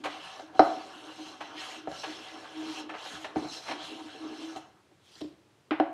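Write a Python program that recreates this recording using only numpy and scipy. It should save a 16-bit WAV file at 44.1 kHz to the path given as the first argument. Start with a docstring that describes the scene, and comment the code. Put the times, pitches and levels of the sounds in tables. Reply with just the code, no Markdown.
"""A hand plane is pushed and drawn back over a board clamped in a bench vise, in a small quiet shop.
Rubbing and cutting are friction noises that drive the resonances of bench, board and iron plane.
The sole sticks and slips in short shudders; knocks are brief contact forces, scuffs decaying noise bursts.
A hand sweeps chips off the board as coloured friction noise; the shop adds its decaying answer and a steady hush."""
import sys
import numpy as np
from scipy import signal
from scipy.fft import rfft, irfft, next_fast_len
from scipy.io import wavfile
from scipy.ndimage import uniform_filter1d, map_coordinates

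SR = 44100
rng = np.random.default_rng(int(sys.argv[2]) if len(sys.argv) > 2 else 0)


def bounce(signal):
    """Save signal as a 16-bit WAV file at the path given by the first command-line argument."""
    frames = np.transpose(np.atleast_2d(signal))
    limited = np.clip(frames, -1, 1)
    pcm = np.round(limited * 32767).astype(np.int16)
    wavfile.write(sys.argv[1], SR, pcm)


N = 261513

# Spectrum of the quiet shop's hush. Each row: frequency in Hz, relative level in dB.
HUSH = [(18, -76.5), (30, -35), (90, -7.5), (108, -8), (126, -4), (152, -11), (323, -14), (359, -8.5),
        (518, -16), (672, -17), (1020, -19.5), (1960, -24.5), (3060, -25.5), (8710, -35), (15500, -44.5)]
HUSH_DB = -64.5  # rms level of the hush
# Decay of the shop's answer. Each row: frequency in Hz, time to fall 60 dB in s.
SHOP = [(100, 0.97), (300, 0.34), (1000, 0.5), (3000, .4), (10000, 0.16)]
SHOP_BASS_HZ = 450  # the shop answers weakly below this
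TOP_HZ = 15700  # upper band limit of the input

# A hand sweeping chips off the board. Each row: time in s, level in dB.
SWEEP = [(4.97, -85.5), (5.05, -65.5), (5.1, -60.5), (5.16, -58.5), (5.2, -59), (5.24, -58.5), (5.32, -76),
         (5.45, -89)]
# Spectral weighting of the rustling chips. Each row: frequency in Hz, gain in dB.
CHIPS = [(300, -40), (900, -10), (2000, -7.5), (3300, -2), (4200, -3), (6000, -9), (10000, -18.5),
         (15500, -27.5)]

# Resonances of bench top, bench legs, board, plane body, cap, iron and board edge.
# Each row: frequency in Hz, width in Hz, relative level in dB.
BENCH = [(223, 12, -18.5), (312.5, 20, 6.5), (372.6, 14, -18), (379, 110, -12)]
LEGS = [(74.6, 13, -3.5), (139.7, 7.9, -4), (179.3, 15, -3)]
BOARD = [(483, 130, -12.5), (563.2, 12, -3.5), (675, 24, -9), (701.4, 17, -10.5), (753, 23, -2.5),
         (817.5, 40, -6.5), (930, 90, -18), (989, 19, -12), (1065, 120, -23), (1265, 69, -20.5),
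         (1262, 56, -17), (1444, 54, -24.5), (1453, 43, -20.5), (1746, 53, -8.5), (1000, 1200, -12.5)]
PLANE = [(2460, 200, -14.5), (2623, 180, 11), (3180, 240, -2), (3510, 39, -0.5), (2900, 1800, 6)]
CAP = [(4110, 170, 4.5), (5445, 130, 3.5), (5800, 110, -6), (6366, 160, -2.5), (5280, 2200, -9)]
IRON = [(6420, 900, 0), (8180, 50, -7.5), (9500, 93, 6), (9500, 120, -4.5), (10000, 100, -5),
        (10960, 110, -3.5), (12200, 120, -2.5), (12830, 300, -10), (13970, 250, -10), (9190, 3800, -4)]
EDGE = [(670, 360, 0.85), (1210, 760, -0.79), (2450, 1500, -2.3)]
# Resonances of the vise that carries blows into the bench. Each row: frequency in Hz, width in Hz, level in dB.
VISE = [(330, 61, -2.5), (324, 380, -8)]
# Radiation of each body. Each row: its resonances, weak below in Hz, weak above in Hz.
BODIES = [(BENCH, 310, 450), (LEGS, 55, 1100), (BOARD, 423, 2080), (PLANE, 1600, 4800), (CAP, 5030, 7800),
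          (IRON, 2400, 10000), (EDGE, 92, 3750)]

# Short scrapes over an edge. Each row: start in s, edge level in dB, plane body level in dB, iron level in dB,
# rise time constant in ms, time to fall 60 dB in ms.
SCUFFS = [(.036, -31.5, -39.5, -51.5, 2.6, 193), (.054, -27, -40, -51, 1.6, 78),
          (1.403, -30.5, -41, -56, 4.4, 97), (1.545, -38, -59, -75, 5.1, 63),
          (2.031, -31.5, -37, -62, 4, 128), (2.889, -33.5, -50, -62, 3.4, 128),
          (2.934, -33, -55, -68, 5.2, 135), (3.056, -35.5, -50, -66, 5, 79),
          (3.242, -30, -39.5, -57, 1.9, 86), (3.66, -34.5, -44, -60, 8, 110),
          (3.678, -28, -45, -62, 5.2, 105), (3.706, -25, -35, -52, 5.3, 91), (4.56, -44, -45, -48, 4.2, 79),
          (5.206, -42, -43, -54, 2, 37)]
# Scuff force on bench, legs and board, in dB relative to the edge.
SCUFF_WOOD_DB = [-21.5, -23.5, -4.5]
SCUFF_CAP_DB = -10.5  # relative to the plane body

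# Blows on the wood. Each row: start in s; force in dB on board, bench (before the vise), legs, plane body and cap;
# clatter in dB; contact spring frequency in Hz; time to the peak of the contact push in ms.
KNOCKS = [(.395, -42.5, -40.5, -58, -55.5, -45, -53.5, 625, 1.43),
          (.545, -57.5, -45, -52, -59, -55.5, -61, 750, 5.5),
          (.593, -12.5, -9, -31.5, -47, -21, -30, 703, 1.9),
          (1.872, -38, -28.5, -41, -61, -54.5, -48, 655, 1.8),
          (1.914, -42, -53, -44, -50.5, -39, -51, 674, 1.55),
          (3.358, -36, -15.5, -31, -59, -41, -35.5, 757, 1.67),
          (3.444, -48.5, -28.5, -41, -60, -54, -40, 684, 2.7),
          (4.559, -45, -33, -48.5, -55, -39, -50.5, 747, 2.83),
          (4.914, -71, -52, -74.5, -69.5, -66.5, -67, 690, 1.3),
          (5.154, -73.5, -54, -61.5, -72, -43, -70.5, 668, 1.6),
          (5.212, -49.5, -25, -43, -59, -33.5, -59, 625, 2.9),
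          (5.242, -59, -27, -45.5, -72, -64.5, -64.5, 626, 1.9),
          (5.323, -78, -51, -53.5, -78.5, -62.5, -76, 610, 1.9),
          (5.708, -29.5, -14.5, -44.5, -29.5, -40.5, -26.5, 1430, 1.2),
          (5.798, -24.5, -12, -43, -35.5, -43, -36, 690, 1.73)]

# Stick-slip of the sole with the bench top. Each row: middle in s, peak force in dB, width between 1/e points in ms.
SHUDDERS = [(.155, -78, 60), (.435, -76, 34), (.498, -71, 24), (.976, -72, 43), (1.084, -71, 50),
            (1.2, -63.5, 32), (1.41, -71, 27), (1.55, -68, 29), (1.72, -75.5, 34), (1.85, -68, 38),
            (2.075, -63, 37), (2.195, -75, 32), (2.34, -70.5, 70), (2.59, -60.5, 87), (2.689, -60, 56),
            (2.79, -63.5, 62), (2.9, -71, 89), (3.18, -72, 70), (3.9, -71.5, 73), (4.0, -66, 37),
            (4.055, -64.5, 41), (4.214, -62, 60), (4.32, -68, 65), (4.464, -61.5, 110)]
SHUDDER_HZ, SHUDDER_SPREAD_HZ = 316.6, 4  # near the bench top's main mode; standard deviation of the pitch
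SHUDDER_BOARD_DB = 4.5  # friction it shakes into the board, relative to the peak of its slips

# The plane on the move, one table a pass.
# Each row: time in s, rasp level in dB, treble in dB over the rasp, hum of the bench top in dB.
PASSES = [
    [(0.0, -67, -10, -49), (.035, -69, -16, -61), (.11, -49.5, -16, -56.5), (.2, -52, -17, -58),
     (.25, -50.5, -11, -65), (.3, -50, -17, -77), (.4, -55, -12, -55), (.52, -73, -12.5, -56.5)],
    [(.57, -57, -13, -46), (.64, -50.5, -11, -45.5), (.8, -53, -17, -49.5), (1.0, -57.5, -8, -52.5),
     (1.2, -54.5, -14, -51.5), (1.28, -52, -14, -57), (1.39, -63, -12, -50)],
    [(1.42, -53.5, -24, -54), (1.53, -56.5, -22, -54.5), (1.61, -42.5, -14.5, -56), (1.67, -46.5, -10, -68),
     (1.77, -47.5, -16, -61), (1.85, -66, -18, -47.5)],
    [(1.9, -57, -8, -51), (2.0, -52, -11.5, -55), (2.15, -48.5, -19, -47.5), (2.25, -51, -13, -66),
     (2.49, -53, -17, -51), (2.58, -51, -15, -52), (2.7, -48, -11.5, -49), (2.8, -48, -12, -58),
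     (2.87, -69, -28, -49.5)],
    [(2.99, -53, -14, -71), (3.05, -44.5, -13, -60), (3.15, -46.5, -10, -49.5), (3.19, -52.5, -12, -57),
     (3.23, -51.5, -7, -49), (3.34, -68.5, -14.5, -48.5)],
    [(3.37, -53, -12, -37), (3.47, -57, -11, -48), (3.54, -49, -12, -61), (3.62, -56, -8, -72),
     (3.7, -47, -12, -48), (3.78, -53, -20, -47)],
    [(3.84, -42.5, -16, -68), (3.92, -49.5, -14, -51.5), (4.08, -55.5, -13, -52.5), (4.26, -56, -16.5, -47),
     (4.43, -50.5, -14.5, -49.5), (4.56, -58, -8.5, -51.5), (4.75, -89, -5, -77), (4.85, -96.5, -8, -82.5)],
]
# How hard the cap rings along. Each row: time in s, level in dB over the rasp.
CAP_RING = [(0, -12), (.4, -5), (.64, -5.5), (1.0, -6.5), (1.29, 0), (1.6, -10.5), (1.85, -7.5), (2.0, 5),
            (2.2, -6.5), (2.5, -11.5), (2.8, -0.5), (3.1, -11.5), (3.38, -2.5), (3.54, 7.5), (3.66, -1),
            (3.9, -12.5), (4.28, -5), (4.42, -4.5), (4.85, 2)]
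USUAL_RASP_DB = -52  # a middling pass
RUB_DB, RUB_FOLLOWS = -50.5, 0.55  # the sole's rub in a middling pass; its swing for each dB of rasp
HUM_PULSE_DB, HUM_PULSES_PER_S = 4, 11  # swing of the uneven hum; random knots a second


def amp(db):
    """Level law: gain of a level in dB."""
    return 10 ** (np.asarray(db) / 20)


def unit(x):
    """Power normalisation: x at rms 1."""
    return x / np.sqrt(np.mean(x ** 2) + 1e-20)


def along(points, hz):
    """Logarithmic frequency scale: (Hz, value) points are joined by straight lines."""
    point_hz, values = np.transpose(points)
    return np.interp(np.log(hz + 1), np.log(point_hz + 1), values)


def curves(rows):
    """Linear interpolation in time: one curve a column after the time, -120 dB outside the table."""
    s, *columns = np.transpose(rows)
    t = np.arange(N) / SR
    return [np.interp(t, s, column, left=-120, right=-120) for column in columns]


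def wobble(rate):
    """Band-limited fluctuation: a smooth random curve, rate knots a second."""
    knots = rng.standard_normal(int(N * rate / SR) + 4)
    return map_coordinates(knots, [np.arange(N) * rate / SR])


def filtered(x, response):
    """Linear filtering: the spectrum of x times a complex response of frequency."""
    size = next_fast_len(N + SR // 2)  # the spare half second holds the tails
    hz = np.fft.rfftfreq(size, 1 / SR)
    return irfft(rfft(x, size) * response(hz), size)[..., :N]


def modes_of(modes, f):
    """Modal superposition: damped resonances of alternating sign are summed."""
    return sum((-1) ** k * amp(db) * 1j * f * width / (centre ** 2 - f ** 2 + 1j * f * width)
               for k, (centre, width, db) in enumerate(modes))


def rung(force, modes, low_hz, high_hz):
    """Forced vibration: a body's modes filter the force; white noise of rms 1 gives about rms 1."""
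    def body(f):
        low_skirt = (1j * f / low_hz / (1 + 1j * f / low_hz)) ** 3
        high_skirt = 1 / (1 + 1j * f / high_hz) ** 4
        response = modes_of(modes, f) * low_skirt * high_skirt
        return response / np.sqrt(np.mean(abs(response) ** 2))
    return filtered(force, body)


def patchy(x, patch_db):
    """Time-frequency modulation: random gain in patches shifts the colour as the grain changes."""
    z = signal.stft(x, nperseg=256)[2]
    field = uniform_filter1d(rng.standard_normal(z.shape), size=4, axis=0)  # smooth over frequency
    field = uniform_filter1d(field, size=14, axis=1)  # smooth over time
    return unit(signal.istft(z * amp(patch_db * unit(field)), nperseg=256)[1][:N])


def friction(grit_db, slip_db):
    """Dry friction: noise of rms 1 that catches on single fibres and swells with slower slips."""
    swing_db = grit_db * wobble(700) + slip_db * wobble(35)
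    return patchy(amp(swing_db) * rng.standard_normal(N), patch_db=3.0)


def hiss(spectrum):
    """Stationary random sound: smooth coloured noise of rms 1."""
    return unit(filtered(rng.standard_normal(N), lambda hz: amp(along(spectrum, hz))))


def shop(x):
    """Reverberation: each frequency of the room's noise-like answer decays at its own speed."""
    hz, t, z = signal.stft(rng.standard_normal(SR // 2), SR, nperseg=256)
    decay = amp(-60 * t / along(SHOP, hz)[:, None])
    tail = signal.istft(z * decay, SR, nperseg=256)[1]
    delayed = np.pad(x, (180, 0))  # samples, about 4 ms
    return signal.fftconvolve(delayed, tail / np.linalg.norm(tail))[:N]


def sweep():
    """Granular friction: light chips rustle under the palm."""
    grains = friction(grit_db=2, slip_db=1)
    rustle = unit(filtered(grains, lambda hz: amp(along(CHIPS, hz))))
    return amp(curves(SWEEP)[0]) * rustle


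def scuff_forces():
    """Transient friction: a scrape rises fast and dies away, mostly heard from the edge itself."""
    force = np.zeros((len(BODIES), N))
    t_ms = np.arange(SR // 4) * 1000 / SR
    for s, edge_db, plane_db, iron_db, rise_ms, t60_ms in SCUFFS:
        burst = (1 - np.exp(-t_ms / rise_ms)) ** 2 * amp(-60 * t_ms / t60_ms)
        wood_db = np.add(edge_db, SCUFF_WOOD_DB)
        levels = amp([*wood_db, plane_db, plane_db + SCUFF_CAP_DB, iron_db, edge_db])
        noise = rng.standard_normal((len(BODIES), len(t_ms)))
        force[:, round(s * SR):][:, :len(t_ms)] += levels[:, None] * burst * noise
    return force


def knock_forces():
    """Impact: the plane lands on springy wood and rocks; metal rattles and buzzes, the loose board clatters on."""
    force = np.zeros((len(BODIES), N + SR))
    t = np.arange(SR // 4) / SR
    thud = np.exp(-t / 0.00027)
    for s, board_db, bench_db, legs_db, plane_db, cap_db, clatter_db, spring_hz, peak_ms in KNOCKS:
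        u = t * 1000 / peak_ms
        push = (u * np.exp(1 - u)) ** 2
        rocking = push * np.sin(2 * np.pi * spring_hz * t)
        noise = uniform_filter1d(rng.standard_normal((4, len(t))), size=6)
        buzz = amp(-15 - 60 * t / 0.22)
        clatter = amp(clatter_db - 60 * t / 0.18) * (1 - np.exp(-t / 0.006)) * noise[3]
        blow = [
            amp(bench_db) * thud,
            amp(legs_db) * thud,
            amp(board_db) * (rocking + amp(3.0) * push * noise[0]),
            amp(plane_db) * (push + buzz) * noise[1],
            amp(cap_db) * push * noise[2],
            0 * t,  # no blow on the iron
            clatter,
        ]
        force[:, round(s * SR):][:, :len(t)] += blow
    force = force[:, :N]
    # the bench takes a blow through the vise and swells late
    force[0] = filtered(force[0], lambda f: amp(9.0) * modes_of(VISE, f))
    return force


def shudders():
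    """Stick-slip: bell-shaped bursts, each with its own pitch and phase; returns the slips and their swell."""
    t = np.arange(N) / SR
    slips, swell = np.zeros(N), np.zeros(N)
    draws = rng.standard_normal((len(SHUDDERS), 2))
    for (s, force_db, length_ms), (detune, phase) in zip(SHUDDERS, draws):
        bell = amp(force_db) * np.exp(-(2000 * (t - s) / length_ms) ** 2)
        pitch_hz = SHUDDER_HZ + SHUDDER_SPREAD_HZ * detune
        slips += bell * np.sin(2 * np.pi * (pitch_hz * t + phase))
        swell += bell
    return slips, swell


def stroke_forces():
    """Sliding and cutting friction: the sole drives bench, legs and board; the edge drives plane, cap and iron."""
    rasp_db, treble_db, hum_db = curves(np.vstack(PASSES))
    rub_db = RUB_DB + RUB_FOLLOWS * (rasp_db - USUAL_RASP_DB)
    ring_db, = curves(CAP_RING)
    slips, swell = shudders()
    pulses = amp(hum_db + HUM_PULSE_DB * wobble(HUM_PULSES_PER_S))
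    drag = slips + pulses * friction(grit_db=2.0, slip_db=1.4)
    under_way = hum_db > -119  # false once the last pass is over
    rub_level = under_way * amp(rub_db) + amp(SHUDDER_BOARD_DB) * swell
    rub = rub_level * friction(grit_db=1.5, slip_db=2.05)
    shake = under_way * amp(rub_db - 21.0) * friction(grit_db=5.0, slip_db=6.0)
    cutting = [amp(rasp_db + extra_db) * friction(grit_db=1.5, slip_db=0.55)
               for extra_db in (0, ring_db, treble_db)]
    return np.array([drag, shake, rub, *cutting, np.zeros(N)])  # in the order of BODIES


def scene():
    """Superposition: forces ring the bodies, the chips rustle, and the shop answers over its steady hush."""
    forces = stroke_forces() + knock_forces() + scuff_forces()
    bodies = sum(rung(force, *body) for force, body in zip(forces, BODIES))
    near = bodies + sweep()
    into_shop = filtered(near, lambda hz: 1j * hz / (SHOP_BASS_HZ + 1j * hz))
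    answer = amp(-8.5) * shop(into_shop)
    return (near + answer + amp(HUSH_DB) * hiss(HUSH))[None]


def record(dry):
    """Transduction: the microphone's treble droops; the input rounds off loud peaks and limits the band."""
    heard = filtered(dry, lambda hz: 1 / (1 + (hz / 15000) ** 6))
    ceiling = .85  # of full scale
    rounded = heard / (1 + abs(heard / ceiling) ** 4) ** .25
    return filtered(rounded, lambda hz: (hz < TOP_HZ) * (1j * hz / (45 + 1j * hz)) ** 2)


dry = scene()
out = record(dry)
bounce(out)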